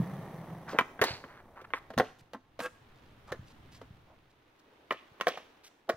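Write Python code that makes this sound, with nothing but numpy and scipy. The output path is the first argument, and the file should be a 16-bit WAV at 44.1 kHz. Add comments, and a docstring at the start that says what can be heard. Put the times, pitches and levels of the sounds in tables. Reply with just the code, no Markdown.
"""A skateboard rolls past on a concrete park, pops onto a ledge, grinds along it and drops off,
pivots with a squeal of the wheels, rolls away over slab joints and lands a second trick farther off.
Each contact rings the wooden deck and shakes the loose trucks; joints send a thump through the slab.
Shoes rasp on grip tape, urethane sticks and slips, and the wheels roar on the rough ground.
Heard close and low down in stereo, with a thin echo from ledge, ramps and trees."""
import sys
import numpy as np
from scipy import signal
from scipy.fft import rfft, irfft, next_fast_len
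from scipy.io import wavfile
from scipy.ndimage import map_coordinates

SR = 44100
rng = np.random.default_rng(int(sys.argv[2]) if len(sys.argv) > 2 else 0)


def materialize(psi):
    """Save the field psi as 16-bit PCM at rate SR to the path in sys.argv[1].

    A 1-D psi becomes a single channel; in a 2-D psi each row is a channel.
    """
    bounded = np.clip(np.atleast_2d(psi).T, -1, 1)
    quanta = np.round(bounded * 32767).astype(np.int16)
    wavfile.write(sys.argv[1], SR, quanta)


N = 262836
TIME = np.arange(N) / SR
FREQS = np.maximum(np.fft.rfftfreq(N, 1 / SR), 1)
START_M, AWAY_M_PER_S = 1.68, 1.27   # the rider moves steadily away
DISTANCE_M = START_M + AWAY_M_PER_S * TIME

# borders of a knock's six bands (thud, wheel clunk, deck, ply snap, crack, top octave): edge_hz
KNOCK_EDGES_HZ = [90, 380, 800, 1600, 3500, 7000, 16000]
# how alike left and right are for a close sound: frequency_hz, coherence
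COHERENCE_NEAR = [(130, 1), (640, .96), (1410, 0.91), (3100, .5), (7000, 0.024), (15000, 0.062)]
# the same for a wide, diffuse sound: frequency_hz, coherence
COHERENCE_FAR = [(130, 0.96), (290, 0.87), (640, 0.41), (1410, 0.154), (3100, .28), (7000, .04)]


def knock(levels_db, top_loss_db, buzz, buzz_s=0.02, chatter=0.19, chatter_s=0.0041, ring_t60_s=0.046,
          detune=0.023, scatter=0.18, scatter_s=0.0089, scatter_hz=2600, soft_hz=2100,
          crack_lift_db=2, top_db=-4):
    """One contact: a click and the chatter of loose trucks ring the board, balanced in six bands."""
    # modes of deck and trucks: pitch_hz, gain_db (over the bare contact)
    modes = [(210, 1.5), (275, 21.5), (335, 6.5), (440, 3.5), (505, 5.5), (580, -9), (650, 5.5), (740, 2.5),
             (834, 2), (920, 10.5), (1066, 19), (1162, 5.5), (1250, 5.5), (1346, 1.5), (1491, 1.5),
             (1590, 0.5), (1727, 2.5), (1830, 9.5), (2000, 10), (2300, 10.5), (2753, 2.5), (3036, 1)]
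    t = np.arange(SR // 6) / SR
    click = 1. * (t == 0)
    shake = chatter * np.exp(-t / chatter_s) + buzz * np.exp(-t / buzz_s)
    contact = click + shake * grains(len(t), spread_db=5.5)
    width_hz = np.log(1000) / np.pi / ring_t60_s
    body = contact
    for hz, db in modes:
        # the rider's weight shifts the modes a little from blow to blow
        strength, load = rng.standard_normal(2)
        body = body + from_db(db + 3.7 * strength) * resonance(contact, hz * (1 + detune * load), width_hz)
    # rough ground scatters the treble differently to left and right
    spray = scatter * rng.standard_normal((2, len(t))) * np.exp(-t / scatter_s)
    spray = spray - dull(spray, scatter_hz)
    wood = dull(body + spray, soft_hz, order=2)
    sources = [wood] * len(levels_db) + [contact + spray]   # the top octave skips the ringing
    *body_db, crack_db = levels_db
    bands_db = [*body_db, crack_db + crack_lift_db, crack_db + top_db - top_loss_db]
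    out = 0
    for source, db, low, high in zip(sources, bands_db, KNOCK_EDGES_HZ, KNOCK_EDGES_HZ[1:]):
        part = band(source, low, high, order=2 if low < 500 else 3)
        out = out + from_db(db) * part / np.std(part[:, t < 0.012])   # the attack sets the level
    return out


def knocks(hits, colour_db, buzz, pivot_hz=800, top_loss_db_per_m=0.5, low_cut_hz_per_m=24):
    """Contacts of one colour: a sharper blow tilts brighter, distance trims both thud and top."""
    out, edges = np.zeros((2, N)), np.array(KNOCK_EDGES_HZ)
    centres_hz = np.sqrt(edges[:-1] * edges[1:])
    octaves = np.log2(centres_hz / pivot_hz)[:len(colour_db)]
    for start_s, db, tilt_db, crack_db in hits:
        metres = np.interp(start_s, TIME, DISTANCE_M)
        levels_db = db + np.append(colour_db + tilt_db * octaves, crack_db)
        blow = knock(levels_db, top_loss_db_per_m * metres, buzz)
        add(out, start_s, band(blow, low_cut_hz_per_m * metres, SR / 2))
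    return out


def deck_strikes():
    """The wooden deck or tail strikes: a dry clack with little buzz from the trucks."""
    # blows on the wood, levels relative: start_s, level_db, tilt_db_per_octave, crack_db
    hits = [(.7867, -19, 2.5, -22), (.8082, -27, -1.5, -27), (.992, -38, -1, -44),
            (1.2396, -41.5, -1.5, -38), (1.703, -53, 1, -22), (1.7356, -28, 3, -31),
            (1.9777, -23.5, -2.5, -19.5), (2.6025, -34, -0.5, -15), (4.9072, -24, .5, -26),
            (5.2103, -29, 2, -14.5)]
    # tone of a wood strike: thud_db, clunk_db, deck_db, snap_db
    colour_db = [-7.5, -4, -0.5, -5.5]
    return knocks(hits, colour_db, buzz=0.0094)


def wheel_strikes():
    """A pair of wheels lands or meets a joint: a clunk that leaves the trucks buzzing."""
    # blows on the wheels, levels relative: start_s, level_db, tilt_db_per_octave, crack_db
    hits = [(1.0147, -21.5, 3.5, -14), (1.022, -20, 1, -23), (1.0391, -24, 2, -10.5),
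            (1.614, -48.5, -.5, -19.5), (1.904, -42.5, -2, -20.5), (1.936, -45.5, 0, -20),
            (1.9848, -29.5, -2.5, -8.5), (1.9987, -17.5, -1.5, -28.5), (2.3336, -41.5, 0, -15.5),
            (2.3462, -41.5, -4.5, -26.5), (2.5917, -36, -1, -16), (3.3203, -31.5, 0, -18),
            (3.815, -45, -2.5, -21), (4.922, -33.5, 1, -18.5), (5.2, -43, 0.5, -23),
            (5.2693, -20, 1, -22.5), (5.2816, -27.5, -1.5, -11.5), (5.374, -39, 0, -18),
            (5.8919, -28, -3, -17), (5.896, -25, 0, -20.5)]
    # tone of a wheel strike: thud_db, clunk_db, deck_db, snap_db
    colour_db = [-8.5, 0.5, -5, -8.5]
    return knocks(hits, colour_db, buzz=0.029)


def slab_thumps(start_hz=174, end_ratio=0.35, rise_s=0.0026, fall_s=0.0093):
    """Bending waves in the slab: the higher pitches arrive first, so each thump sinks."""
    # wheels drop into slab joints: start_s, peak_db
    drops = [(1.01, -32), (1.105, -34.5), (1.13, -40), (1.968, -31), (1.996, -31), (2.214, -50),
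             (3.313, -38.5), (3.391, -37), (3.807, -52), (3.905, -40), (5.114, -53), (5.938, -47)]
    out, t = np.zeros(N), np.arange(SR // 10) / SR
    swell = (t / rise_s / 2) ** 2 * np.exp(2 - t / rise_s)
    pitch_hz = start_hz * (end_ratio + (1 - end_ratio) * np.exp(-t / fall_s))
    thump = swell * np.sin(2 * np.pi * np.cumsum(pitch_hz) / SR)
    for start_s, db in drops:
        add(out, start_s, from_db(db) * thump)
    return out


def grind(start_s=1.0415):
    """A truck bites into the ledge and slows to a stall."""
    # rasp and ring of the truck: centre_hz, width_octaves, level_db
    layers = [(1003, 2.93, -38.5), (3200, 1.34, -66), (4400, 0.28, -43.5)]
    scrape = sum(from_db(db) * rub(hz, octaves) for hz, octaves, db in layers)
    return scrape * envelope(start_s, attack_s=0.01, hold_s=0.063, release_s=0.041)


def skid(start_s=2.602, hold_s=0.06, squeal_db=-33.5, swell_db=16.5, rasp=0.49, hiss_db=-52):
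    """Urethane sticks and slips in the pivot, squealing louder until it grips, over a gritty hiss."""
    # narrow resonances of the skidding wheels: pitch_hz, relative_db
    partials = [(501, 0), (1110, -7), (1230, -10), (1360, -7.5), (1620, -1), (2620, -16)]
    tone = 0
    for hz, db in partials:
        ring = resonance(resonance(rng.standard_normal(N), hz, hz / 30), hz, hz / 30)
        phase = np.angle(signal.hilbert(ring, next_fast_len(N))[:N])
        tone = tone + from_db(db) * np.cos(phase)   # wavering pitch, steady strength
    scrape = rms_one(band(grains(N, spread_db=3), 250, 1900))
    slide_left = np.clip(1 - (TIME - start_s) / hold_s, 0, 1)
    squeal = from_db(squeal_db - swell_db * slide_left) * (rms_one(tone) + rasp * scrape)
    hiss = from_db(hiss_db) * rub(hz=3520, octaves=3.9)
    return (squeal + hiss) * envelope(start_s, attack_s=0.006, hold_s=hold_s, release_s=0.0093)


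def wheel_scrubs():
    """Urethane scrubs sideways on the concrete under the rider's weight."""
    # sideways slips: start_s, length_s, level_db, centre_hz
    slips = [(0.66, 0.15, -44.5, 1160), (0.722, 0.053, -37, 386), (1.253, 0.18, -56, 1350),
             (1.551, 0.071, -50.5, 1120), (1.64, 0.018, -49.5, 1300), (1.733, 0.063, -46.5, 1190),
             (3.268, 0.061, -52.5, 910), (4.058, 0.102, -63, 690), (4.617, .32, -67, 397),
             (5.247, .15, -52, 555), (5.871, 0.073, -50, 500)]
    out = np.zeros(N)
    for start_s, length_s, db, hz in slips:
        add(out, start_s, from_db(db) * stroke(length_s, hz, octaves=1.05))
    return out


def shoe_drags(hiss_db=-12):
    """Grip tape rasps and hisses under the shoes."""
    # foot movements: start_s, length_s, level_db
    drags = [(0.677, 0.079, -55), (1.731, 0.068, -61), (2.182, 0.036, -65.5), (3.266, 0.051, -66),
             (3.451, .084, -66), (3.707, 0.086, -61), (4.296, 0.026, -74), (4.588, 0.019, -69),
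             (5.632, .059, -56.5)]
    out = np.zeros(N)
    for start_s, length_s, db in drags:
        rasp = stroke(length_s, hz=3100, octaves=1.93)
        hiss = from_db(hiss_db) * stroke(length_s, hz=11000, octaves=0.8)
        add(out, start_s, from_db(db) * (rasp + hiss))
    return out


def hardware_rattle(attack_s=0.017, hold_s=0.053, release_s=0.046):
    """Loose washers and bearings chatter after a hard blow, then settle."""
    # bursts of chatter: start_s, level_db
    bursts = [(2.015, -59.5), (4.92, -57.5), (5.28, -46.5)]
    level = sum(from_db(db) * envelope(start_s, attack_s, hold_s, release_s) for start_s, db in bursts)
    return level * rub(hz=2700, octaves=0.66)


def bushing_creak(start_s=2.96, length_s=0.17, slips_per_s=88, jitter=0.25, tick_s=0.0025, level_db=-69.5):
    """A truck bushing slips in small uneven steps as the rider leans."""
    steps = np.arange(0, length_s * slips_per_s)
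    slips_s = start_s + (steps + jitter * rng.standard_normal(len(steps))) / slips_per_s
    ticks = sum(envelope(s, attack_s=tick_s / 10, hold_s=0, release_s=tick_s) for s in slips_s)
    return from_db(level_db) * ticks * rub(hz=3700, octaves=1.3)


def wheel_roar(gain_db=2, near_m=3.77, far_m=5.04):
    """Wheels on rough concrete: a direct roar that crossfades to a diffuse, gritty one with distance."""
    # swell and fade of the rolling: time_s, relative_db
    fader = [(0.0, -48), (0.76, -54), (0.91, -56.5), (1.23, -57.5), (1.39, -61), (1.96, -63.5), (2.14, -67),
             (2.44, -74), (2.75, -66.5), (3.68, -64.5), (4.3, -71), (5.38, -63), (5.73, -69), (5.96, -74)]
    # tone of the wheels close by: frequency_hz, relative_db
    near_spectrum = [(150, -10.5), (280, -0.5), (750, -2), (1100, -6), (1550, -15.5), (1820, -11.5),
                     (2650, -25), (3300, -25), (5300, -35), (5900, -30), (6500, -36), (7400, -40),
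                     (9000, -35.5), (15000, -36)]
    # their tone across the park: frequency_hz, relative_db
    far_spectrum = [(150, -9.5), (300, 4.5), (550, -1.5), (950, -2), (1600, -6.5), (2700, -10), (3700, -13),
                    (4800, -21), (6300, -24.5), (7500, -31.5), (15000, -31)]
    close = stereo_noise(near_spectrum, COHERENCE_NEAR, spread_db=4)
    distant = stereo_noise(far_spectrum, COHERENCE_FAR, spread_db=2.5) + grit()
    far = np.clip((DISTANCE_M - near_m) / (far_m - near_m), 0, 1)
    return from_db(gain_db + in_time(fader)) * (np.sqrt(1 - far) * close + np.sqrt(far) * distant)


def grit(grains_per_s=60, tick_s=0.0027, relative_db=-14):
    """Wheels run over loose grains; each one ticks in the trucks."""
    struck = 1. * (rng.random(N) < grains_per_s / SR)
    decay = np.exp(-TIME[:SR // 100] / tick_s)
    ticks = signal.fftconvolve(struck, decay)[:N] * rng.standard_normal(N)
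    return from_db(relative_db) * rms_one(band(ticks, 700, 3200))


def ground_rumble(gain_db=3):
    """The rolling wheels shake the ground."""
    # swell and fade of the rumble: time_s, relative_db
    fader = [(0.0, -72), (0.94, -64.5), (1.91, -67), (2.37, -73.5), (3.29, -60.5), (3.92, -62),
             (4.5, -77.5), (5.96, -81.5)]
    # low end in the ground: frequency_hz, relative_db
    spectrum = [(18, 10.5), (30, 2), (120, 10), (180, 2.5), (260, 0.5), (500, -42)]
    return from_db(gain_db + in_time(fader)) * stereo_noise(spectrum, COHERENCE_FAR, spread_db=4.5)


def slab_hum(level_db=-40, loss_db_per_m=12, jolt_db=14, jolt_s=0.035, leave_s=0.73):
    """The near slab hums under the wheels: a jolt, then less and less until they leave it."""
    # tone of the slab: frequency_hz, relative_db
    spectrum = [(50, -32), (85, -18), (120, -7), (162, 0), (195, -7), (245, -21), (600, -65)]
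    db = level_db - loss_db_per_m * (DISTANCE_M - START_M) + jolt_db * np.exp(-TIME / jolt_s)
    on_slab = envelope(0, attack_s=0.0016, hold_s=leave_s, release_s=0.027)
    return from_db(db) * on_slab * stereo_noise(spectrum, COHERENCE_NEAR, spread_db=2)


def park_echo(x, t60_s=0.51, build_s=0.014, tail_db=-20, far_send_db=3, slap_hz=3500):
    """Dull slaps and a thin scatter from trees and ramps, wetter as the rider moves away."""
    # tone of the tail: frequency_hz, relative_db
    spectrum = [(100, 5), (400, -8), (1200, 0.5), (3000, 0.5), (6000, 8.5), (8500, 7), (14000, -1.5)]
    # reflections off ledge and ramps: delay_s, gain_db
    reflections = [(0.0117, -44), (0.0228, -23), (.034, -27.5), (.052, -43.5), (.105, -39.5)]
    t = TIME[:SR]
    scatter = stereo_noise(spectrum, COHERENCE_FAR, spread_db=4)[:, :SR]
    tail = scatter * from_db(-60 * t / t60_s) * (1 - np.exp(-t / build_s))
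    tail *= from_db(tail_db) / np.sqrt(np.sum(tail ** 2) / 2)
    slaps = np.zeros(SR)
    for delay_s, db in reflections:
        slaps[int(delay_s * SR)] = from_db(db)
    send = x * from_db(far_send_db * DISTANCE_M / DISTANCE_M[-1])
    return signal.fftconvolve(send[None], tail + dull(slaps, slap_hz), axes=-1)[:, :N]


def pan_with_rider(x):
    """The rider's bearing delays one channel against the other."""
    # the rider's bearing: time_s, left_lead_ms
    bearing = [(0, -0.061), (.95, 0.087), (1.73, .088), (2.3, -0.022), (5.9, -0.068)]
    shift = in_time(bearing) / 1000 * SR / 2   # each side takes half
    return np.array([map_coordinates(channel, [np.arange(N) + side * shift], order=3)
                     for channel, side in zip(x, (1, -1))])


def rub(hz, octaves, size=N):
    """Gritty friction that catches and slips; rms 1."""
    half_width = 2 ** (octaves / 2)
    catching = from_db(1.5 * rms_one(dull(rng.standard_normal(size), 70, order=2)))
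    return rms_one(band(grains(size, spread_db=4.5) * catching, hz / half_width, hz * half_width))


def stroke(length_s, hz, octaves):
    """A short rub that swells and fades."""
    sound = rms_one(rub(hz, octaves, size=N // 10)[:int(length_s * SR)])
    return sound * signal.windows.tukey(len(sound), 0.5)


def grains(size, spread_db, grain_samples=22):
    """Dense tiny impacts whose strength varies from one half millisecond to the next."""
    strengths = from_db(spread_db * np.clip(rng.standard_normal(size // grain_samples + 1), -2, 2))
    return rms_one(rng.standard_normal(size) * np.repeat(strengths, grain_samples)[:size])


def stereo_noise(spectrum, coherence, spread_db):
    """Coloured grainy noise with a mid of rms 1, wider where the coherence is low."""
    alike, colour = np.clip(by_hz(coherence), 0, 1), from_db(by_hz(spectrum))
    width = np.sqrt((1 - alike) / (1 + alike))
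    mid = irfft(rfft(grains(N, spread_db)) * colour, N)
    side = irfft(rfft(grains(N, spread_db)) * colour * width, N)
    return np.array([mid + side, mid - side]) / np.std(mid)


def envelope(start_s, attack_s, hold_s, release_s):
    """Rise, hold, then die away."""
    t = TIME - start_s
    return np.clip(t / attack_s, 0, 1) * np.exp(-np.maximum(t - hold_s, 0) / release_s)


def resonance(x, hz, width_hz):
    """One resonance with gain 1 at its peak."""
    r = np.exp(-np.pi * width_hz / SR)
    feedback = [1, -2 * r * np.cos(2 * np.pi * hz / SR), r * r]
    return signal.lfilter(np.array([1, 0, -1]) * (1 - r * r) / 2, feedback, x)


def band(x, low_hz, high_hz, order=2):
    """Band-pass."""
    edges_hz = [max(low_hz, 15), min(high_hz, 0.45 * SR)]
    return signal.sosfilt(signal.butter(order, edges_hz, "band", fs=SR, output="sos"), x)


def dull(x, hz, order=1):
    """Low-pass."""
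    return signal.sosfilt(signal.butter(order, hz, fs=SR, output="sos"), x)


def from_db(db):
    """Decibels to gain."""
    return 10 ** (np.asarray(db) / 20)


def rms_one(x):
    """Scale to rms 1."""
    return x / np.sqrt(np.mean(x ** 2) + 1e-20)


def in_time(points):
    """A time curve at every sample."""
    return np.interp(TIME, *np.transpose(points))


def by_hz(points):
    """A spectrum curve at every frequency."""
    hz, value = np.transpose(points)
    return np.interp(np.log(FREQS), np.log(hz), value)


def add(track, start_s, sound):
    """Mix a sound in at a time."""
    at = int(start_s * SR)
    track[..., at:at + sound.shape[-1]] += sound[..., :N - at]


def scene():
    """The board's knocks and friction, panned and echoed, over the bed of rolling."""
    impacts = from_db(-1) * (deck_strikes() + wheel_strikes()) + slab_thumps()
    board = impacts + shoe_drags() + wheel_scrubs() + hardware_rattle() + grind() + skid() + bushing_creak()
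    echo = park_echo(board.mean(axis=0))
    rolling = ground_rumble() + wheel_roar() + slab_hum()
    return pan_with_rider(board) + echo + rolling


def record(dry, cutoff_hz=15750):
    """Left and right differ in the treble; the very top is cut steeply."""
    # tonal balance of the two microphone ports: frequency_hz, left_minus_right_db
    balance = [(1200, -.3), (2600, -1.8), (4600, -2.8), (6500, -.5), (8500, 4.5), (12000, 6.5)]
    gains = from_db(by_hz(balance) * np.array([[1], [-1]]) / 2)
    coloured = irfft(rfft(dry) * gains, N)
    return signal.sosfilt(signal.ellip(10, 0.2, 70, cutoff_hz, fs=SR, output="sos"), coloured)


dry = scene()
out = record(dry)
materialize(out)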